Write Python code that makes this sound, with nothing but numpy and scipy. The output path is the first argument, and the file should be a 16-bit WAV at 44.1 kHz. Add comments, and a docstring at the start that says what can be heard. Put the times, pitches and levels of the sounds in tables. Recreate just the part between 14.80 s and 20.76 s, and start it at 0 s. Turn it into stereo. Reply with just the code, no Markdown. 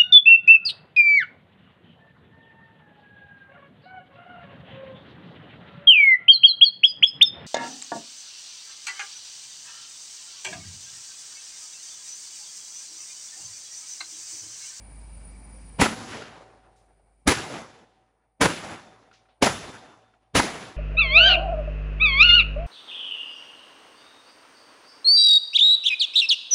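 """Shotgun on a wooded range

A shotgun fires five times on a grassy range ringed by woods, a few metres from a phone.
Each blast is a muzzle pulse, a low thump and a wash of shaped noise off ground, bank and trunks.
Steel plates ring as pairs of dying sines; small rattles are a tick and a noise burst.
Filtered noise makes leaves and traffic, insects and a far note; a wavering sine makes an engine hum.
The phone's gain control drops for the blasts and only creeps back."""
import sys
import numpy as np
from scipy import signal
from scipy.fft import rfft, irfft, next_fast_len
from scipy.io import wavfile
from scipy.ndimage import uniform_filter1d, minimum_filter1d

SR = 44100
rng = np.random.default_rng(int(sys.argv[2]) if len(sys.argv) > 2 else 0)


def file_out(sig):
    """Save sig as 16-bit WAV at sys.argv[1]."""
    # one column per channel
    cols = np.atleast_2d(sig).T
    # limit, then scale
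    lim = np.clip(cols, -1, 1)
    pcm = np.round(lim * 32767).astype(np.int16)
    wavfile.write(sys.argv[1], SR, pcm)


N = 263056  # samples

# The five shots, parts relative to their blast: start_s, blast_db, rise_ms (at 1 kHz), crack_db,
# boom_db, bank_slap_db, woods_db, far_woods_db, plate_brightness_db_per_octave (above 750 Hz)
SHOT_LIST = [(1.016, 12, 7.65, -2, -3, -8, -2, 3, -18), (2.477, 22, 3.14, -4.5, -3, -12, 0.5, -2, 2),
             (3.613, 15.5, 3.3, -3, -24, -3, 5, 1, 2), (4.625, 18, 2.9, -0.5, -12.5, -3, 3.5, 0, 3.5),
             (5.553, 13, 3.5, 0, -29, 2.5, 8, 1, -0.5)]
EARLY_S = .04  # sound is laid out from this long before each shot


def shots():
    """Each shot sums scattered noise, direct pulses, a bank echo and plate ring at its own balance."""
    out, n = np.zeros((2, N)), 2 ** 16
    t = np.arange(n) / SR - EARLY_S
    for s, db, rise_ms, crack_db, boom_db, slap_db, woods_db, far_db, bright_db in SHOT_LIST:
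        sound = scatter(t, rise_ms, woods_db, far_db)
        # the short sounds all end within this stretch
        head, u = sound[:, :2 ** 13], t[:2 ** 13]
        head += muzzle_crack(u, crack_db)
        head += gas_thump(u, boom_db)
        head += bank_slap(u, slap_db)
        # the plates keep their own level, however loud the blast
        sound += undb(-db) * plates(t, bright_db)
        add(out, s - EARLY_S, undb(db) * sound)
    return out


# Blast spectrum: pitch_hz, density_db (per Hz)
BLAST_COLOUR = [(30, -13.5), (162, -1.5), (547, -7), (977, -4), (1340, -5.5), (2740, -11.5), (8000, -17),
                (8550, -31), (9100, -12), (11000, -18.5), (11700, -46.5), (12800, -45), (13400, -35),
                (15200, -33), (15700, -69.5)]
# Extra loss in air and leaves, negative where the sound lingers: pitch_hz, loss_db_per_s (of delay)
PATH_LOSS = [(50, 7.5), (150, 5), (600, -11), (2000, 5), (6000, 12), (12000, 30), (16000, 42.5)]
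# Likeness of the two microphone ports: pitch_hz, likeness (0-1)
PORT_LIKENESS = [(60, .93), (250, .86), (500, .7), (1000, .6), (2000, .7), (4000, .65), (8000, .88),
                 (12000, .96)]
# Phase lead of the left port: pitch_hz, lead_rad
PORT_LEAD = [(100, 0.2), (500, -0.42), (1100, -2.1), (2000, -0.4), (4000, 0.61), (7000, 0.39), (8600, -2.1),
             (12000, -0.79)]
# Stereo lean of the blast: pitch_hz, left_minus_right_db
STEREO_LEAN = [(60, 0.5), (110, 0.5), (200, 0), (380, 0), (700, 0), (1290, -1.5), (2380, 1.5), (4400, 4),
               (8120, 0), (15000, 1)]


def scatter(t, rise_ms, woods_db, far_db):
    """Many trunks return the blast as a dense noisy crackle whose treble is lost along longer paths."""
    n = len(t)
    hz = np.fft.rfftfreq(n, 1 / SR)
    late, before = np.clip(t, 0, None), np.clip(t, None, 0)
    grains = rng.standard_normal((2, n)) * undb(3.3 * rng.standard_normal((2, n)))
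    colour = undb(by_hz(BLAST_COLOUR, hz) + np.array([[.5], [-.5]]) * by_hz(STEREO_LEAN, hz))
    spectrum = colour * ports(*rfft(grains), by_hz(PORT_LIKENESS, hz), by_hz(PORT_LEAD, hz))
    spectrum /= np.sqrt(np.mean(irfft(spectrum, n) ** 2))
    near = undb(near_db(late) + woods_db * np.clip(late / .014, 0, 1))
    # a shot into deeper woods comes back both stronger and more drawn out
    far = undb(far_db) * far_gain(late / (1 + 0.023 * far_db))
    fade_in = (1 - (before / EARLY_S) ** 2) ** 2
    # clumps of trees make the return lumpy, less so in the treble
    clumps_db = 2.1 * lumps(45, n)
    crackle = np.zeros((2, n))
    for f, window in bands(n):
        # treble rises faster
        rise = np.exp(-(-before * 1000 / rise_ms * (f / 1000) ** 0.18) ** 1.046)
        uneven_db = (clumps_db + 2.7 * lumps(22, n)) / (1 + f / 4000)
        crackle += irfft(spectrum * window, n) * rise * undb(uneven_db - by_hz(PATH_LOSS, f) * late)
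    return np.hypot(near, far) * fade_in * crackle


SLAP_S, SLAP_HZ, SLAP_PAN_DB = .043, 1140, -4.5  # pan is left minus right
SPREAD_S, SPREAD_DB_PER_DECADE, BANK_DB, BANK_WIDTH_S = .03, 31, 4.5, 0.0091
CLEARING_S, CLEARING_END_DB_S = 0.33, 223


def near_db(late):
    """Near scatter thins as it spreads, swells where the bank stands and ends with the clearing."""
    bank = BANK_DB * np.exp(-((late - SLAP_S) / BANK_WIDTH_S) ** 2)
    spread = SPREAD_DB_PER_DECADE * np.log10(1 + late / SPREAD_S)
    return bank - spread - CLEARING_END_DB_S * np.clip(late - CLEARING_S, 0, None)


FAR_S, FAR_DB, FAR_RISE_DB_S, FAR_FALL_DB_S = 0.29, -28, 55.5, 60.5
ROLL_DB, ROLL_FALL_DB_S = -43, 30.5


def far_gain(late):
    """Far woods swell to a peak, then die away over a fainter, longer roll."""
    after, ahead = np.clip(late - FAR_S, 0, None), np.clip(FAR_S - late, 0, None)
    peak = undb(FAR_DB - FAR_FALL_DB_S * after)
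    roll = undb(ROLL_DB - ROLL_FALL_DB_S * after)
    return undb(-FAR_RISE_DB_S * ahead) * np.hypot(peak, roll)


# Muzzle pulse and its first bounces: delay_s, level_db, pitch_hz
MUZZLE_PULSES = [(0, 2, 1830), (.0075, -9.5, 912), (.021, -9.5, 1000.)]
# Brief ring of gun and ground, also used for the bank echo: pitch_hz, level_db, t60_s
GUN_MODES = [(540, -3.5, 0.048), (960, -3, 0.058), (1290, -11, 0.088), (2030, -7.5, 0.084)]


def muzzle_crack(t, crack_db):
    """Sharp pressure pulses, each ringing gun and ground in slightly scattered modes."""
    out = np.zeros((2, len(t)))
    for delay, bounce_db, pulse_hz in MUZZLE_PULSES:
        gain = undb(crack_db + bounce_db)
        out += gain * 2 * n_wave(t - delay, pulse_hz)
        for hz, mode_db, t60 in GUN_MODES:
            hz = hz * (1 + 0.051 * rng.standard_normal())
            mode_db = mode_db + 2.9 * rng.standard_normal()
            ring = swing(t - delay, hz, t60) * pan(3.3 * rng.standard_normal())
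            out += gain * undb(mode_db) * ring
    return out


THUMP_S, THUMP_DB, THUMP_HZ, THUMP_T60 = 0.0026, 2, 275, .06
BOOM_HZ, BOOM_T60 = 99, 0.073


def gas_thump(t, boom_db):
    """The gas ball collapses in a few low swings: a thump and a deeper boom."""
    thump = undb(THUMP_DB) * swing(t - THUMP_S, THUMP_HZ, THUMP_T60)
    return thump + undb(boom_db) * swing(t - THUMP_S, BOOM_HZ, BOOM_T60)


def bank_slap(t, slap_db):
    """The earth bank returns a double pulse with a short rough tail and the gun's ring."""
    after = t - SLAP_S
    cycles = np.clip(after, 0, None) * SLAP_HZ
    rough = 0.7 * cycles * np.exp(-cycles / 3.3) * narrow(SLAP_HZ, 1600., len(t))
    pulses = 2 * n_wave(after, SLAP_HZ) + 1.3 * n_wave(after - .0035, SLAP_HZ)
    ring = sum(undb(mode_db + 1.5) * swing(after, hz, t60) for hz, mode_db, t60 in GUN_MODES)
    return undb(slap_db) * pan(SLAP_PAN_DB) * (pulses + rough + ring)


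# What rings on after a shot: pitch_hz, level_db, t60_s
PLATE_MODES = [(110, -5.5, 1.9), (232, 4.5, 0.87), (758, -1.5, 1.91), (1000, -6, 0.46), (1500, -3, 0.35),
               (2130, 2.5, 0.24), (3560, -2.5, 0.92), (4667, -23.5, .7)]
PLATE_S, PLATE_DB = 0.1, -18.5  # pellets fly out, the ring comes back


def plates(t, bright_db):
    """Struck steel rings in close pairs of modes that beat slowly, brighter on some shots."""
    out = np.zeros((2, len(t)))
    build_up = 1 - np.exp(-np.clip(t, 0, None) / .15)  # the ring builds up in the woods
    for hz, mode_db, t60 in PLATE_MODES:
        pair = swing(t - PLATE_S, hz, t60) + .4 * swing(t - PLATE_S, hz + rng.uniform(2, 6), t60)
        # the swinging plate turns to and fro
        pair *= undb(1.8 * lumps(25, len(t))) * build_up
        tilt_db = bright_db * np.log2(max(hz / 750, 1))
        out += undb(PLATE_DB + mode_db + tilt_db) * pair * pan(-1.0)
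    return out


# Small things falling and rattling between shots:
# start_s, level_db, centre_hz, t60_s, left_minus_right_db
RATTLE_LIST = [(1.958, -48, 5000, 0.46, 0), (4.314, -24.5, 2200, 0.028, -0.5),
               (4.328, -29.5, 3440, 0.37, 4.5), (4.455, -37, 1500, .097, -1),
               (4.487, -39.5, 2310, 0.28, 12), (5.339, -31.5, 1970, 0.027, -1.5)]
RATTLE_WIDTH = 1.8  # band width over centre
TICK_DB, TICK_HZ, TICK_T60 = 8, 1380, 0.02  # tick level is against its rattle


def rattles():
    """First contact rings briefly as a tick, under a short burst of uneven noise grains."""
    out, n = np.zeros((2, N)), 2 ** 14
    t = np.arange(n) / SR
    for s, db, hz, t60, pan_db in RATTLE_LIST:
        width = RATTLE_WIDTH * hz
        sides = np.array([narrow(hz, width, n), narrow(hz, width, n)])
        burst = narrow(hz, width, n) + .5 * sides
        shape = (1 - np.exp(-t * 90 / t60)) * undb(db - 60 * t / t60 + 0.82 * lumps(150, n))
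        tick = undb(db + TICK_DB) * swing(t, TICK_HZ, TICK_T60)
        add(out, s, (burst * shape + tick) * pan(pan_db))
    return out


# Insect chorus: pitch_hz, width_hz, level_db, change_db (from the first shot on)
INSECT_BANDS = [(2300, 170, -70, 1), (4850, 330, -76, -2), (7960, 330, -74.5, -3), (9170, 390, -66.5, 4.5),
                (9620, 79, -59, -6), (9800, 160, -73.5, -3.5)]
# One soft far note, perhaps a dove: centre_s, half_length_s, pitch_hz, level_db
DOVE_NOTE = (.77, .045, 520., -58)


def wildlife():
    """Insects sing in narrow wavering noise bands, some hushing at the first shot; one far note coos."""
    out = np.zeros((2, N))
    startled = np.arange(N) / SR > SHOT_LIST[0][0]
    for hz, width, db, change_db in INSECT_BANDS:
        song = narrow(hz, width, N) + .7 * np.array([[1], [-1]]) * narrow(hz, width, N)
        out += undb(db + change_db * startled + 0.73 * walk(15)) * song
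    s, half, hz, db = DOVE_NOTE
    t = np.arange(N) / SR - s
    return out + undb(db) * np.exp(-(t / half) ** 2) * narrow(hz, 60., N)


# Background spectrum, relative: pitch_hz, density_db (per Hz)
AIR_COLOUR = [(15, -36), (25, -6), (56, 2), (82, -13), (199, -17), (329, -24), (651, -24.5), (882, -24.5),
              (1320, -33.5), (2360, -34), (3450, -44.5), (4800, -41), (6830, -47.5), (9490, -34.5),
              (10500, -56.5), (13600, -76), (22000, -120)]
# Stereo likeness of the background: pitch_hz, left_right_correlation
AIR_LIKENESS = [(60, 0.97), (200, 0.88), (400, -0.43), (900, -0.11), (2400, 0.18), (8000, 0.39)]
AIR_DB = -50.5  # rms


def air():
    """Distant traffic and leaves: each noise band swells a little with the others and flickers alone."""
    n = next_fast_len(N)
    hz = np.fft.rfftfreq(n, 1 / SR)
    noise = ports(*rfft(rng.standard_normal((2, n))), by_hz(AIR_LIKENESS, hz))
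    spectrum = undb(by_hz(AIR_COLOUR, hz)) * (hz > 70) * noise
    swell = walk(1.1)
    out = np.zeros((2, N))
    for _, window in bands(n):
        out += irfft(spectrum * window, n)[:, :N] * undb(.8 * swell + 1.8 * walk(8))
    return level(out, AIR_DB)


# Far engine: pitch_hz, width_hz (of its noise), level_db
ENGINE_HUM = (52., 6.2, -41.5)


def hum():
    """A far engine drones on one low note that wavers in phase and level, with a little noise."""
    hz, width, db = ENGINE_HUM
    t = np.arange(N) / SR
    note = np.sin(2 * np.pi * (hz * t + .25 * walk(4)))
    return undb(db + 1.2 * walk(14)) * (note + .2 * narrow(hz, width, N))


def n_wave(t, hz):
    """One pressure swing up and down around t = 0, lasting about 1 / hz."""
    return -4 * t * hz * np.exp(-4 * (t * hz) ** 2)


def swing(t, hz, t60):
    """A dying sine that starts at t = 0 and falls 60 dB in t60 seconds."""
    u = np.clip(t, 0, None)
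    return np.sin(2 * np.pi * hz * u) * undb(-60 * u / t60)


def narrow(hz, width, n):
    """Noise in a bell-shaped band, rms 1."""
    bell = 1 / (1 + (2 * (np.fft.rfftfreq(n, 1 / SR) - hz) / width) ** 4)
    return level(irfft(rfft(rng.standard_normal(n)) * bell, n), 0)


def lumps(rate, n):
    """Random levels every 1 / rate s joined by smoothed lines; spread near 1."""
    steps = np.arange(n) * rate / SR
    lines = np.interp(steps, np.arange(n // 100), rng.standard_normal(n // 100))
    return 1.3 * uniform_filter1d(lines, int(SR / rate / 2))


def walk(rate):
    """Random levels held 1 / rate s and smoothed twice; spread near 1."""
    k = int(SR / rate)
    held = np.repeat(rng.standard_normal(N // k + 1), k)
    return 0.87 * uniform_filter1d(uniform_filter1d(held, k), k)[:N]


def bands(n):
    """Centres and overlapping half-octave windows of an n-point spectrum; they sum to 1 up to 16 kHz."""
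    place = 2 * np.log2(np.fft.rfftfreq(n, 1 / SR) + 1)
    return [(2 ** (k / 2), np.clip(1 - abs(place - k), 0, 1)) for k in range(9, 29)]


def ports(one, other, like, lead=0):
    """Left and right spectra from two noises with the given likeness and phase lead."""
    like = np.clip(like, -.99, .99)
    a, b = np.sqrt((1 + like) / 2), np.sqrt((1 - like) / 2)
    left = (a * one + b * other) * np.exp(.5j * lead)
    right = (a * one - b * other) * np.exp(-.5j * lead)
    return np.array([left, right])


def by_hz(table, hz):
    """Table value on a log-frequency axis."""
    f, v = np.transpose(table)
    return np.interp(np.log(hz + 1), np.log(f + 1), v)


def undb(db):
    """Decibels to amplitude."""
    return 10 ** (np.asarray(db) / 20)


def level(x, db):
    """Scale a sound to an rms level."""
    return x * undb(db) / np.sqrt(np.mean(x ** 2))


def pan(db):
    """Left and right gains that differ by db."""
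    return undb(np.array([[db], [-db]]) / 2)


def add(out, s, sound):
    """Mix a sound in from time s."""
    i = int(s * SR)
    out[:, i:i + sound.shape[-1]] += sound[..., :N - i]


def scene():
    """Shots and rattles over wildlife, air and hum."""
    return shots() + rattles() + wildlife() + air() + hum()


MIC_LOW_HZ, TOP_HZ = 42, 16000
HOLD_DB, CREEP_DB_S, AHEAD_S = -10.5, 2.5, 0.01


def record(dry):
    """Phone: bass cut, gain control that looks ahead and creeps back, rounded peaks, treble cut."""
    dry = signal.sosfilt(signal.butter(2, MIC_LOW_HZ, "high", fs=SR, output="sos"), dry)
    k, creep = int(AHEAD_S * SR), CREEP_DB_S * np.arange(N) / SR
    loud_db = 10 * np.log10(uniform_filter1d(np.mean(dry ** 2, axis=0), k) + 1e-12)
    ahead_db = -minimum_filter1d(-loud_db, k)  # loudest nearby, so gain drops just before a blast
    # the highest level so far, forgotten at the creep rate; only what tops HOLD_DB is turned down
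    held_db = np.maximum(np.maximum.accumulate(ahead_db + creep) - creep, HOLD_DB)
    gain = undb(uniform_filter1d(HOLD_DB - held_db, k))
    wet = np.tanh(.7 * dry * gain) / .7
    return signal.sosfilt(signal.ellip(8, .2, 70, TOP_HZ, fs=SR, output="sos"), wet)


dry = scene()
out = record(dry)
file_out(out)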